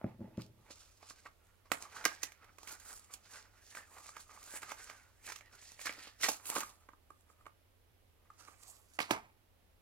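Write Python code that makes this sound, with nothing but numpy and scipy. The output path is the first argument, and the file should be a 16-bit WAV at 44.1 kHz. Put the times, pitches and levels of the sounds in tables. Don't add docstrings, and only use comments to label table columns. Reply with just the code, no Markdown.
import sys
import numpy as np
from scipy import signal
from scipy.fft import rfft, irfft, next_fast_len
from scipy.io import wavfile
from scipy.ndimage import map_coordinates

SR = 44100
rng = np.random.default_rng(int(sys.argv[2]) if len(sys.argv) > 2 else 0)


def inscribe(sig):
    pcm = np.round(np.clip(np.atleast_2d(sig).T, -1, 1) * 32767)
    wavfile.write(sys.argv[1], SR, pcm.astype(np.int16))


N = 432621

# f/Hz, width/Hz, level/dB
BOARD_MODES = [(575, 110, -8), (797, 270, 4), (883, 108, -1), (1078, 150, -2), (1210, 93, 0),
               (1400, 450, 4), (1600, 66, -5.5), (1830, 180, -3), (1947, 180, 2.5), (2257, 340, 7),
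               (2570, 150, -2.5), (2870, 310, -2.5)]
# f/Hz, level/dB [dB per Hz]
HISS_SPECTRUM = [(1470, -38), (2500, 1.5), (3440, -5.5), (4480, -4), (5500, -7.5), (6350, -6), (7300, -4),
                 (9730, -5.5), (12700, -5), (16000, -16)]
CRACKLE_PER_S, CRACKLE_SHARE = 90., .3


def rubbing():
    board_gain, skin_gain, main_hz, hiss_hz = strokes()
    board = board_gain * (0.46 * rubbed_walls(main_hz) + 0.43 * singing_panel(main_hz)) * stutter(2.7)

    fibres = grains(CRACKLE_PER_S, 5.3)
    walls_crackle = crackle(fibres, main_hz)
    board = board + board_gain * 0.46 * walls_crackle * stutter(2.7)

    ticks = signal.lfilter([1], [1, -np.exp(-1 / (.0012 * SR))], np.abs(fibres))
    lift = .85 + CRACKLE_SHARE * rms_one(ticks)
    squeak = gliding([grains(3000.0, 3.5) for part in "xy"], hiss_hz, width_hz=900.)
    skin = skin_gain * (skin_hiss(hiss_hz) + .7 * squeak) * stutter(1.8) * lift
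    pan_db = hands(np.arange(N) / SR)[0]
    return (board + skin) * sides(pan_db)


def wall_grips(main_hz):
    grips = [from_db(db + near_mode_db(hz, main_hz, fall_db=5.0)) for hz, width, db in BOARD_MODES]
    return grips, np.sqrt(sum(grip ** 2 for grip in grips))


def rubbed_walls(main_hz):
    grips, total = wall_grips(main_hz)
    walls = 0
    for grip, (hz, width, db) in zip(grips, BOARD_MODES):
        walls = walls + grip * shifting() * rms_one(ring(grains(700., 3.1), hz, 0.9 * width))
    return walls / total


def crackle(fibres, main_hz):
    grips, total = wall_grips(main_hz)
    out = 0
    for k, (grip, (hz, width, db)) in enumerate(zip(grips, BOARD_MODES)):
        out = out + grip * rms_one(ring(fibres, hz, 4.5 * width)) * (-1) ** k
    return CRACKLE_SHARE * out / total


def singing_panel(main_hz):
    return gliding([grains(1600.0, 3.4) for part in "xy"], main_hz, width_hz=125.)


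def skin_hiss(hiss_hz):
    slips = coloured(np.array([grains(9000., 1.5) for part in range(3)]), HISS_SPECTRUM)
    hiss, total = 0, 0
    for k, low in enumerate(1400 * 1.5 ** np.arange(6)):
        high = 1.5 * low + 1500 * (k == 5)
        sos = signal.butter(2, [low, high], "band", fs=SR, output="sos")
        gain = from_db(near_mode_db(1.198 * low, hiss_hz, fall_db=10.0)) * (-1) ** k
        shared, *own = signal.sosfilt(sos, slips)
        wide = shared + .7 * np.array(own)
        hiss = hiss + gain * np.sqrt(shifting()) * stutter(1.1) * wide
        total = total + gain ** 2 * np.mean(shared ** 2)
    return hiss / np.sqrt(total)


def stutter(depth_db):
    return from_db(depth_db * rms_one(ring(rng.standard_normal(N), 5.4, 42.0)))


GRIP_SHIFT_DB = 4


def shifting():
    knots = np.arange(0, N + 2000, 2000)
    return from_db(np.interp(np.arange(N), knots, GRIP_SHIFT_DB * rng.standard_normal(len(knots))))


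# t/s of firmest contact, swell by 20 dB/ms, fade by 20 dB/ms,
#   board ring level/dB, skin hiss level/dB, main ring f/Hz, hiss peak f/Hz
RUB_STROKES = [ (0.09, 212, 80.5, -58.5, -82, 837, 4800), (0.225, 30.5, 251, -63, -86.5, 826, 5540),
               (0.392, 25.5, 40, -55, -72, 1263, 6140), (0.415, 62, 79, -72.5, -65.5, 1263, 4930),
               (0.695, 149.5, 32, -64, -75, 863, 6370), (0.712, 12, 38.5, -57.5, -54.5, 1307, 5250),
               (0.761, 42, 398.5, -68, -66.5, 1290, 5687), (1.033, 40, 40, -63.5, -69, 910, 4970),
               (1.105, 70, 45, -59, -59.5, 1274, 5320), (1.191, 199.5, 70.5, -70, -70, 1600, 5320),
               (1.267, 39.5, 30, -54, -65.5, 1181, 4880), (1.452, 300.5, 501.5, -73.5, -83.5, 1400, 6950),
               (1.657, 10.5, 60, -66, -76, 936, 4930), (1.738, 21.5, 80, -53, -52.5, 1727, 7540),
               (1.822, 30, 120.5, -50, -59, 892, 6230), (1.85, 72.5, 45, -50, -62, 1300, 6090),
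               (1.97, 80, 150, -46, -56.5, 1450, 5906), (2.073, 25, 92.5, -44.5, -48, 1660, 5566),
               (2.139, 42.5, 132.5, -59.5, -64.5, 1670, 5454), (2.231, 35, 111, -52, -58.5, 1900, 6346),
               (2.42, 120, 349, -60.5, -80, 1294, 5040), (2.644, 200.5, 40, -63, -71.5, 1106, 5780),
               (2.685, 24.5, 118, -51, -56, 1410, 5784), (2.723, 90.5, 43.5, -50.5, -53, 1428, 7326),
               (2.81, 29.5, 201, -61.5, -73.5, 1496, 5790), (2.892, 100, 122, -56.5, -55, 1356, 8225),
               (2.959, 101.5, 90, -63, -60, 1284, 7560), (3.04, 149, 200.5, -69, -73, 1187, 7020),
               (3.112, 26.5, 150, -60, -67, 1193, 6915), (3.139, 18.5, 24, -67.5, -54, 1285, 6953),
               (3.255, 40, 200, -67.5, -69.5, 1488, 4600), (3.312, 46.5, 97.5, -58.5, -59.5, 1813, 6800),
               (3.347, 60, 120, -53, -59.5, 1503, 5163), (3.45, 39, 71, -60, -80, 1400, 5530),
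               (3.58, 200, 80, -68, -78.5, 1400, 5185), (3.72, 171, 59, -61, -63, 1750, 6050),
               (3.771, 43.5, 85, -47.5, -54.5, 1810, 7465), (3.944, 119, 299, -56.5, -61, 1182, 7220),
               (4.083, 79, 43.5, -60, -60, 1198, 5887), (4.168, 50, 60, -56, -63.5, 1712, 6300),
               (4.205, 40.5, 60, -62.5, -59, 1492, 6370), (4.304, 19.5, 251, -56, -65.5, 1238, 6310),
               (4.46, 302.5, 198.5, -64, -61, 1160, 6780), (4.565, 130.5, 45.5, -49.5, -50, 1643, 7926),
               (4.63, 26.5, 39.5, -46, -58, 1532, 7250), (4.71, 119, 60.5, -50.5, -56.5, 1284, 6250),
               (4.83, 303, 303, -56, -63, 1520, 6440), (4.9, 99.5, 60.5, -53.5, -60.5, 1575, 5300),
               (5.035, 149.5, 130.5, -72, -86, 1332, 4794), (5.268, 42.5, 120, -50, -55, 2950, 6520),
               (5.298, 61.5, 60, -47, -55, 1570, 5875), (5.359, 93, 102, -65, -67.5, 1600, 6420),
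               (5.42, 53.5, 69.5, -63.5, -75, 1716, 6540), (5.47, 60, 80, -67.5, -75, 1900, 4500),
               (5.53, 30, 60.5, -60, -72, 1300, 4200), (5.555, 60, 36, -60.5, -66, 1505, 7128),
               (5.589, 25, 50, -60.5, -70, 1700, 4500), (5.63, 51, 98, -61, -66, 1807, 6496),
               (5.71, 148.5, 130.5, -59, -61, 1900, 5964), (5.816, 35.5, 92, -53, -52.5, 1872, 6950),
               (5.87, 25.5, 23.5, -35.5, -41.5, 1756, 5313), (5.905, 22, 200, -48.5, -60.5, 1903, 5097),
               (6.08, 251.5, 71, -62.5, -59, 1569, 4392), (6.212, 29.5, 73, -55, -52, 1400, 5660),
               (6.24, 22, 51, -32, -34.5, 1936, 5860), (6.291, 50, 100, -50.5, -45.5, 1306, 6350),
               (6.334, 99, 44, -49.5, -50.5, 1144, 6566), (6.399, 23, 198.5, -67, -71.5, 1190, 6460),
               (6.475, 46.5, 171.5, -54.5, -45.5, 1146, 7710), (6.505, 15.5, 89.5, -45, -52.5, 1120, 6475),
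               (6.565, 39, 108.5, -41.5, -47, 1165, 6420), (6.62, 124, 112.5, -52.5, -61.5, 1196, 6063),
               (6.7, 104, 36.5, -58, -61.5, 1222, 5450), (6.82, 59, 201, -72, -83, 1260, 5650),
               (7.2, 296.5, 200, -83, -83.5, 1164, 7600), (7.296, 32.5, 59.5, -66.5, -79, 1140, 6970),
               (7.417, 103, 69, -70.5, -85, 1227, 7235), (8.309, 201.5, 198, -73, -90, 1210, 6424),
               (8.404, 68.5, 202.5, -63.5, -68, 1380, 5960), (8.482, 26, 71, -59.5, -69, 1130, 6720),
               (8.635, 40.5, 297.5, -65, -67, 1103, 7290), (8.708, 208, 141.5, -65, -63, 1104, 7595),
               (8.97, 134, 28, -69.5, -69, 1652, 7360), (9.018, 24, 89.5, -40, -52, 1210, 4630),
               (9.125, 30.5, 83, -35, -52.5, 891, 5500), (9.2, 52.5, 117.5, -58.5, -80.5, 938, 6000)]
STROKE_ROUNDNESS = 0.95


def strokes():
    s, swell, fade, board_db, skin_db, main_hz, hiss_hz = np.transpose(RUB_STROKES)[:, :, None]
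    t = np.arange(0, N + 64, 32) / SR
    swell, fade = swell / 1000, fade / 1000
    before, after = (s - t) / np.maximum(swell, 1e-3), (t - s) / np.maximum(fade, 1e-3)
    shape_db = -20 * np.maximum(before, after) ** STROKE_ROUNDNESS
    board, skin = [from_db(2 * (db + shape_db)) + 1e-30 for db in (board_db, skin_db)]
    ring_hz = (board * main_hz).sum(0) / board.sum(0)
    peak_hz = (skin * hiss_hz).sum(0) / skin.sum(0)
    controls = [np.sqrt(board.sum(0)), np.sqrt(skin.sum(0)), ring_hz, peak_hz]
    return [np.interp(np.arange(N) / SR, t, c) for c in controls]


# t/s, left-right level/dB, lag of left/samples
HAND_PLACES = [(0, -4.5, -3), (1.5, -4, -1.5), (2.4, -5, -2.5), (3.799, -4, -2), (5.8, -4, -2),
               (7.8, -4, -5), (8.1, 9, -7), (8.4, -10, 4.5), (9.3, -3.5, 10.5), (9.8, -2, 5)]


def hands(t):
    s, pan_db, lag = np.transpose(HAND_PLACES)
    return np.interp(t, s, pan_db), np.interp(t, s, lag)


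# t/s, level/dB, main ring f/Hz, crack over snap level/dB,
#   hollow knock over snap level/dB, focus on the main ring/dB per octave
BOARD_SNAPS = [(0.704, -45, 1050, -9.5, 3.5, 5), (1.028, -40.5, 793, -14, -19, 9.5),
               (1.106, -37.5, 1433, -13, -16, 19), (1.255, -40, 720, -24, -7, 21),
               (1.259, -37, 1430, -22, -45, 15), (1.656, -48, 846, -12.5, -26, 15.5),
               (1.701, -49, 1290, -13.5, -9, 21.5), (1.717, -19, 1400, -2, -10.5, 3.5),
               (1.804, -39, 792, -7, -36, 14.5), (1.952, -46.5, 1270, -35, -30, 27.5),
               (1.963, -30.5, 1186, -29.5, -46, 31), (2.042, -35, 1787, 3, -18, 4.5),
               (2.052, -11.5, 1600, -2, -19, 24), (2.058, -19.5, 1684, -23, -8.5, 2.5),
               (2.231, -36.5, 1830, 11.5, -7, 6), (2.32, -41, 2340, -4, -25, 16),
               (2.444, -54, 1900, -2, -30, 8), (2.584, -42, 1210, -6, -22, 12.0),
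               (2.63, -45.5, 937, 2, -20, 18), (2.674, -47.5, 968, 9, -28, -5),
               (2.726, -50, 1394, 6, -1, 22.5), (2.799, -50.5, 1600, 8, -22, 20),
               (3.107, -62, 1201, 6, -21, 20), (3.138, -48, 1167, 15, -21, 27),
               (3.316, -56, 1998, -1, -30, 8), (3.345, -59, 1500, -3, -28, 8),
               (3.77, -36, 1486, -17, -20, 8), (3.982, -45.5, 1298, -2, -22, 4),
               (4.06, -46, 2000, -3, -30, 6), (3.75, -40.5, 1810, 0, -26, 3.5),
               (4.089, -40.5, 894, -13, -20, 4.5), (4.166, -31.5, 1334, -10, -29, 13),
               (4.294, -41, 1210, -20, -41.5, 34), (4.373, -37.5, 982, -25.5, -30.5, 18.5),
               (4.475, -44, 800, -10, -30, 12), (4.536, -38, 600, -18, -3, 18),
               (4.572, -39, 2300, 0, -30, 14), (4.619, -41, 2800, -2, -30, 20),
               (4.63, -34, 1500, -6, -20, 8), (4.688, -41, 1220, -10, -20, 12.0),
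               (4.717, -30, 760, -6, -18, 6), (4.873, -42, 1570, -11, -20, 25),
               (4.898, -35, 1550, -10, -20, 10), (5.241, -55, 2015, -14, -33, 12),
               (5.265, -42, 3007, -6, -31, 22), (5.276, -37.5, 1700, -18.5, -35, 12),
               (5.287, -41, 1463, -14, -25, 6), (5.301, -34, 1503, -11, -30, 19),
               (5.32, -28.5, 1570, -5, -44, 25), (5.359, -43.5, 1210, 6.5, -32, 29),
               (5.387, -46, 1490, 0, -32, 20), (5.409, -45.5, 3000, -10, -29, 4),
               (5.552, -52, 1500, 4, -30, 18), (5.624, -52, 1780, -6, -28, 6),
               (5.793, -44, 2000, -26, -24, 5), (5.814, -40, 1892, 4, -30, 15),
               (5.856, -31, 1395, 1, -9.5, 14), (5.868, -28.5, 1170, -24, -43, 13),
               (5.894, -21.5, 1970, -22, -17, 19.5), (5.924, -48, 2364, 6, -40, 20),
               (5.98, -56, 895, -18.5, 9.5, 21), (6.071, -49.5, 1800, -0.5, 3.5, -3),
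               (6.211, -47, 1900, 11, -30, 13), (6.233, -18, 1960, -40, -40, 21),
               (6.247, -25.5, 1600, -10.5, -28, 26), (6.243, -19.5, 2120, -15, -28, 29.5),
               (6.285, -31.5, 2690, 13, -8.5, -7.5), (6.289, -23.5, 910, -5, -3, 63),
               (6.398, -43, 1210, -25, -41.5, 13), (6.455, -44, 2600, 7, -30, 13),
               (6.493, -28, 1105, -23, -40, 37), (6.558, -26.5, 1078, -18.5, -7.5, 19),
               (6.564, -20.5, 1210, -36, -14, 11), (6.578, -27, 1150, -24, -4, 26),
               (6.585, -39, 1130, -20.5, -12.5, 12), (6.605, -30, 1160, 3.5, -17, 23),
               (6.632, -27, 1160, -12, -20, 20), (6.888, -38, 1208, -23, -13.5, 15),
               (6.933, -35.5, 1153, -31, -23, 35), (7.103, -36, 1140, -22, -14.5, 28),
               (7.3, -45.5, 1184, -25.5, -25, 36), (7.409, -48, 1240, -31, -28, 29),
               (7.456, -46.5, 1148, -18.5, -18, 7), (7.465, -35, 1120, -19.5, -22, 12.5),
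               (8.254, -54, 1196, -21, -40, 31), (8.302, -38.5, 1210, -25.5, -39, 31),
               (8.483, -38, 1052, -25, -12.5, 37), (8.989, -21.5, 891.6, -12.5, -8.5, 1.5),
               (9.003, -29.5, 1000, -1, -5.5, -5), (9.108, -15.5, 796, -6.5, -6.5, 2.5)]
# f/Hz, width/Hz, level/dB
HOLLOW_MODES = [(190, 70, -12), (318, 70, -2), (450, 90, -4), (570, 80, -3)]
SNAP_S = 0.00313
SNAP_PAN_DB, SNAP_SCATTER_DB = -3.5, 2
CRACK_FOCUS = 1.1
MODE_SCATTER_DB = 2


def snaps():
    s, peak_db, main_hz, crack_db, knock_db, focus_db = np.transpose(BOARD_SNAPS)
    chance = rng.standard_normal((len(s), len(BOARD_MODES) + len(HOLLOW_MODES) + 1))
    pan_db = hands(s)[0] + SNAP_PAN_DB + SNAP_SCATTER_DB * chance[:, len(BOARD_MODES)]
    height = from_db(peak_db) * sides(pan_db)

    late, size = rng.random((2, len(s), 5))
    late[:, 0], size[:, 0] = 0, 2.4
    at = (s[:, None] + late * SNAP_S).ravel()
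    sign = rng.choice([-1, 1], size.shape)

    def slips(heights, factor):
        return clicks(at, (heights[..., None] * size * factor).reshape(2, -1))

    out = 0
    for k, (hz, width, db) in enumerate(BOARD_MODES):
        focus = near_mode_db(hz, main_hz, fall_db=focus_db)
        strength = from_db(db - 14 + focus + MODE_SCATTER_DB * chance[:, k])
        out = out + ring(slips(height * strength, sign * (-1) ** k), hz, width)

    low_height = from_db(peak_db + knock_db) * sides(.5 * pan_db)
    for k, (hz, width, db) in enumerate(HOLLOW_MODES):
        strength = from_db(db - 5 + MODE_SCATTER_DB * chance[:, -1 - k]) * (-1) ** k
        out = out + ring(clicks(s, low_height * strength), hz, width)

    burst = slips(height * from_db(crack_db - 16.0), 0.46) + 1e-18
    return out + cracks(burst)


def cracks(burst):
    shared, *own = coloured(np.array([grains(12000.0, 0.72) for part in range(3)]), HISS_SPECTRUM)
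    sharp, lasting = np.exp(-1 / (0.0021 * SR)), np.exp(-1 / (0.011 * SR))
    dying = signal.lfilter([1], [1, -sharp], burst) + 0.55 * signal.lfilter([1], [1, -lasting], burst)
    pitched = gliding([grains(13000.0, 0.8) for part in "xy"], strokes()[3], width_hz=1500.)
    noise = rms_one(shared + 1.2 * np.array(own))
    return dying * rms_one(noise + CRACK_FOCUS * pitched)


# t/s, level/dB, click over knock level/dB
TABLE_KNOCKS = [(0.014, -58, 21), (0.043, -29, -1), (0.064, -44, -15), (0.145, -49, -21), (0.194, -47, -52),
                (0.206, -39.5, -23), (0.215, -38.5, -30), (0.228, -53, -28), (0.244, -42.5, -28),
                (0.261, -72, -27), (0.3, -75, 2), (0.379, -30.5, -29.5), (0.415, -61, -25),
                (8.988, -54.5, 24), (9.11, -38.5, 6)]
# f/Hz, level/dB, t60/s
TABLE_MODES = [(120, 1, 0.14), (150, -4, .12), (192, 8, 0.04), (255.7, -7, 0.14), (317, -11, 0.18),
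               (404, -7, 0.08), (507, -7, 0.06), (635, -8, 0.05), (855, -16, 0.05)]
THUMP_HZ, THUMP_WIDTH_HZ, THUMP_GAIN = 233, 51, 0.76
ROCKING_DB, ROCKING_S = -30, 0.11


def knocks():
    s, peak_db, click_db = np.transpose(TABLE_KNOCKS)
    chance = rng.standard_normal((len(s), len(TABLE_MODES)))
    after_knock = clicks(s, from_db(peak_db + ROCKING_DB))
    rocking = signal.lfilter([1], [1, -np.exp(-1 / (ROCKING_S * SR))], after_knock)
    rocking = rocking * grains(150., 0.89)
    out = 0
    for k, (hz, db, t60) in enumerate(TABLE_MODES):
        blow = clicks(s, from_db(peak_db - 8 + MODE_SCATTER_DB * chance[:, k]))
        width_hz = np.log(1000) / np.pi / t60
        out = out + ring(from_db(db) * (rocking - blow) * (-1) ** k, hz, width_hz)
    out = out - THUMP_GAIN * ring(clicks(s, from_db(peak_db)), THUMP_HZ, THUMP_WIDTH_HZ)
    tick = clicks(s, from_db(peak_db + click_db - 4.5))
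    out = out + ring(tick, 645, 120) - 0.52 * ring(tick, 1350, 270) + 0.34 * ring(tick, 2300, 500)
    return out * sides(0.6)[:, None]


ROOM_T60_S, ROOM_DB = 0.21, -15.5
WALL_CUT_HZ = 6500


def room(x):
    size = next_fast_len(N + SR)
    turn = np.exp(-2j * np.pi * np.arange(size // 2 + 1) / size)
    dull = np.exp(-2 * np.pi * WALL_CUT_HZ / SR)
    lowpass = (1 - dull) / (1 - dull * turn)
    reply = np.zeros((2, len(turn)), complex)
    for k, lag in enumerate((rng.uniform(.005, .03, 16) * SR).astype(int)):
        loop = from_db(-60 * lag / SR / ROOM_T60_S) * lowpass * turn ** lag
        reply[k % 2] += loop / (1 - loop) * (-1) ** (k // 2)
    return irfft(reply * rfft(x, size), size)[:, :N]


# f/Hz, level/dB [dB per Hz]
FLOOR_SPECTRUM = [(12, -30), (20, -9), (30, -3.5), (50, -5), (65, -6), (78, -8), (130, -17), (300, -19.5),
                  (600, -22), (1000, -25.5), (3000, -27.5), (7000, -36), (9800, -36.5), (10600, -32),
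                  (16000, -37)]
# f/Hz, likeness [0 to 1]
CAPSULE_LIKENESS = [(25, .9), (70, 0.2), (130, 0.17), (290, 0.37), (1400, 0.062), (4000, .01)]
# f/Hz, left-right level/dB
CAPSULE_BALANCE = [(60, 1.5), (180, -4), (550, -14), (1650, -3.5), (4970, -0.5), (15000, -9)]
FLOOR_DB, HUM_DB = -70, -75
HUM_HZ, HUM_WAVER_HZ = 90, 9


def floor():
    hz = np.maximum(np.fft.rfftfreq(N, 1 / SR), 1)
    alike = np.clip(at_hz(CAPSULE_LIKENESS, hz), 0, 1)
    mid, side = rfft(rng.standard_normal((2, N)))
    pair = np.sqrt(1 + alike) * mid + np.sqrt(1 - alike) * side * [[1], [-1]]
    pair = pair * sides(at_hz(CAPSULE_BALANCE, hz))
    noise = rms_one(coloured(irfft(pair, N), FLOOR_SPECTRUM))
    waver = HUM_WAVER_HZ * rms_one(ring(rng.standard_normal(N), 7., 10.))
    hum = rms_one(np.sin(2 * np.pi * np.cumsum(HUM_HZ + waver) / SR))
    return from_db(FLOOR_DB) * noise + from_db(HUM_DB) * hum


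def from_db(db):
    return 10 ** (np.asarray(db) / 20)


def rms_one(x):
    return x / np.sqrt(np.mean(x ** 2) + 1e-20)


def at_hz(points, hz):
    return np.interp(np.log(hz), np.log(np.array(points)[:, 0]), np.array(points)[:, 1])


def sides(pan_db):
    return from_db(np.array([pan_db, -pan_db]) / 2)


def near_mode_db(hz, main_hz, fall_db):
    return -fall_db * np.abs(np.log2(hz / main_hz))


def ring(x, hz, width_hz):
    r, w = np.exp(-np.pi * width_hz / SR), 2 * np.pi * hz / SR
    return signal.lfilter([0, np.sin(w)], [1, -2 * r * np.cos(w), r * r], x + 1e-18)


def gliding(slips, hz, width_hz):
    turn, hold = 2 * np.pi * np.cumsum(hz) / SR, np.exp(-np.pi * width_hz / SR)
    sway = signal.lfilter([1], [1, -hold], slips)
    return rms_one(sway[0] * np.cos(turn) + sway[1] * np.sin(turn))


def clicks(times, heights):
    out = np.zeros(np.shape(heights)[:-1] + (N,))
    out[..., np.round(times * SR).astype(int)] = heights
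    return out


def grains(per_s, spread_db):
    size = from_db(spread_db * np.minimum(rng.exponential(1, N), 5)) * rng.choice([-1, 1], N)
    return size * (rng.random(N) < per_s / SR)


def coloured(x, spectrum):
    hz = np.maximum(np.fft.rfftfreq(N, 1 / SR), 1)
    return irfft(rfft(x) * from_db(at_hz(spectrum, hz)), N)


def highpass(x, hz):
    return signal.sosfilt(signal.butter(2, hz, "high", fs=SR, output="sos"), x)


def scene():
    carton = highpass(rubbing() + snaps(), 184)
    near = highpass(carton + knocks(), 90.)
    n = np.arange(N)
    lag = hands(n / SR)[1]
    left = map_coordinates(near[0], [n - lag], order=3)
    mid, side = np.array([[.5, 0.41], [.5, -0.53]]) @ room(near)
    side = highpass(side, 350.)
    echoes = from_db(ROOM_DB) * np.array([mid + side, mid - side])
    return np.array([left, near[1]]) + echoes + floor()


def record(dry):
    return signal.sosfilt(signal.cheby2(18, 50, 16250, fs=SR, output="sos"), dry)


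dry = scene()
out = record(dry)
inscribe(out)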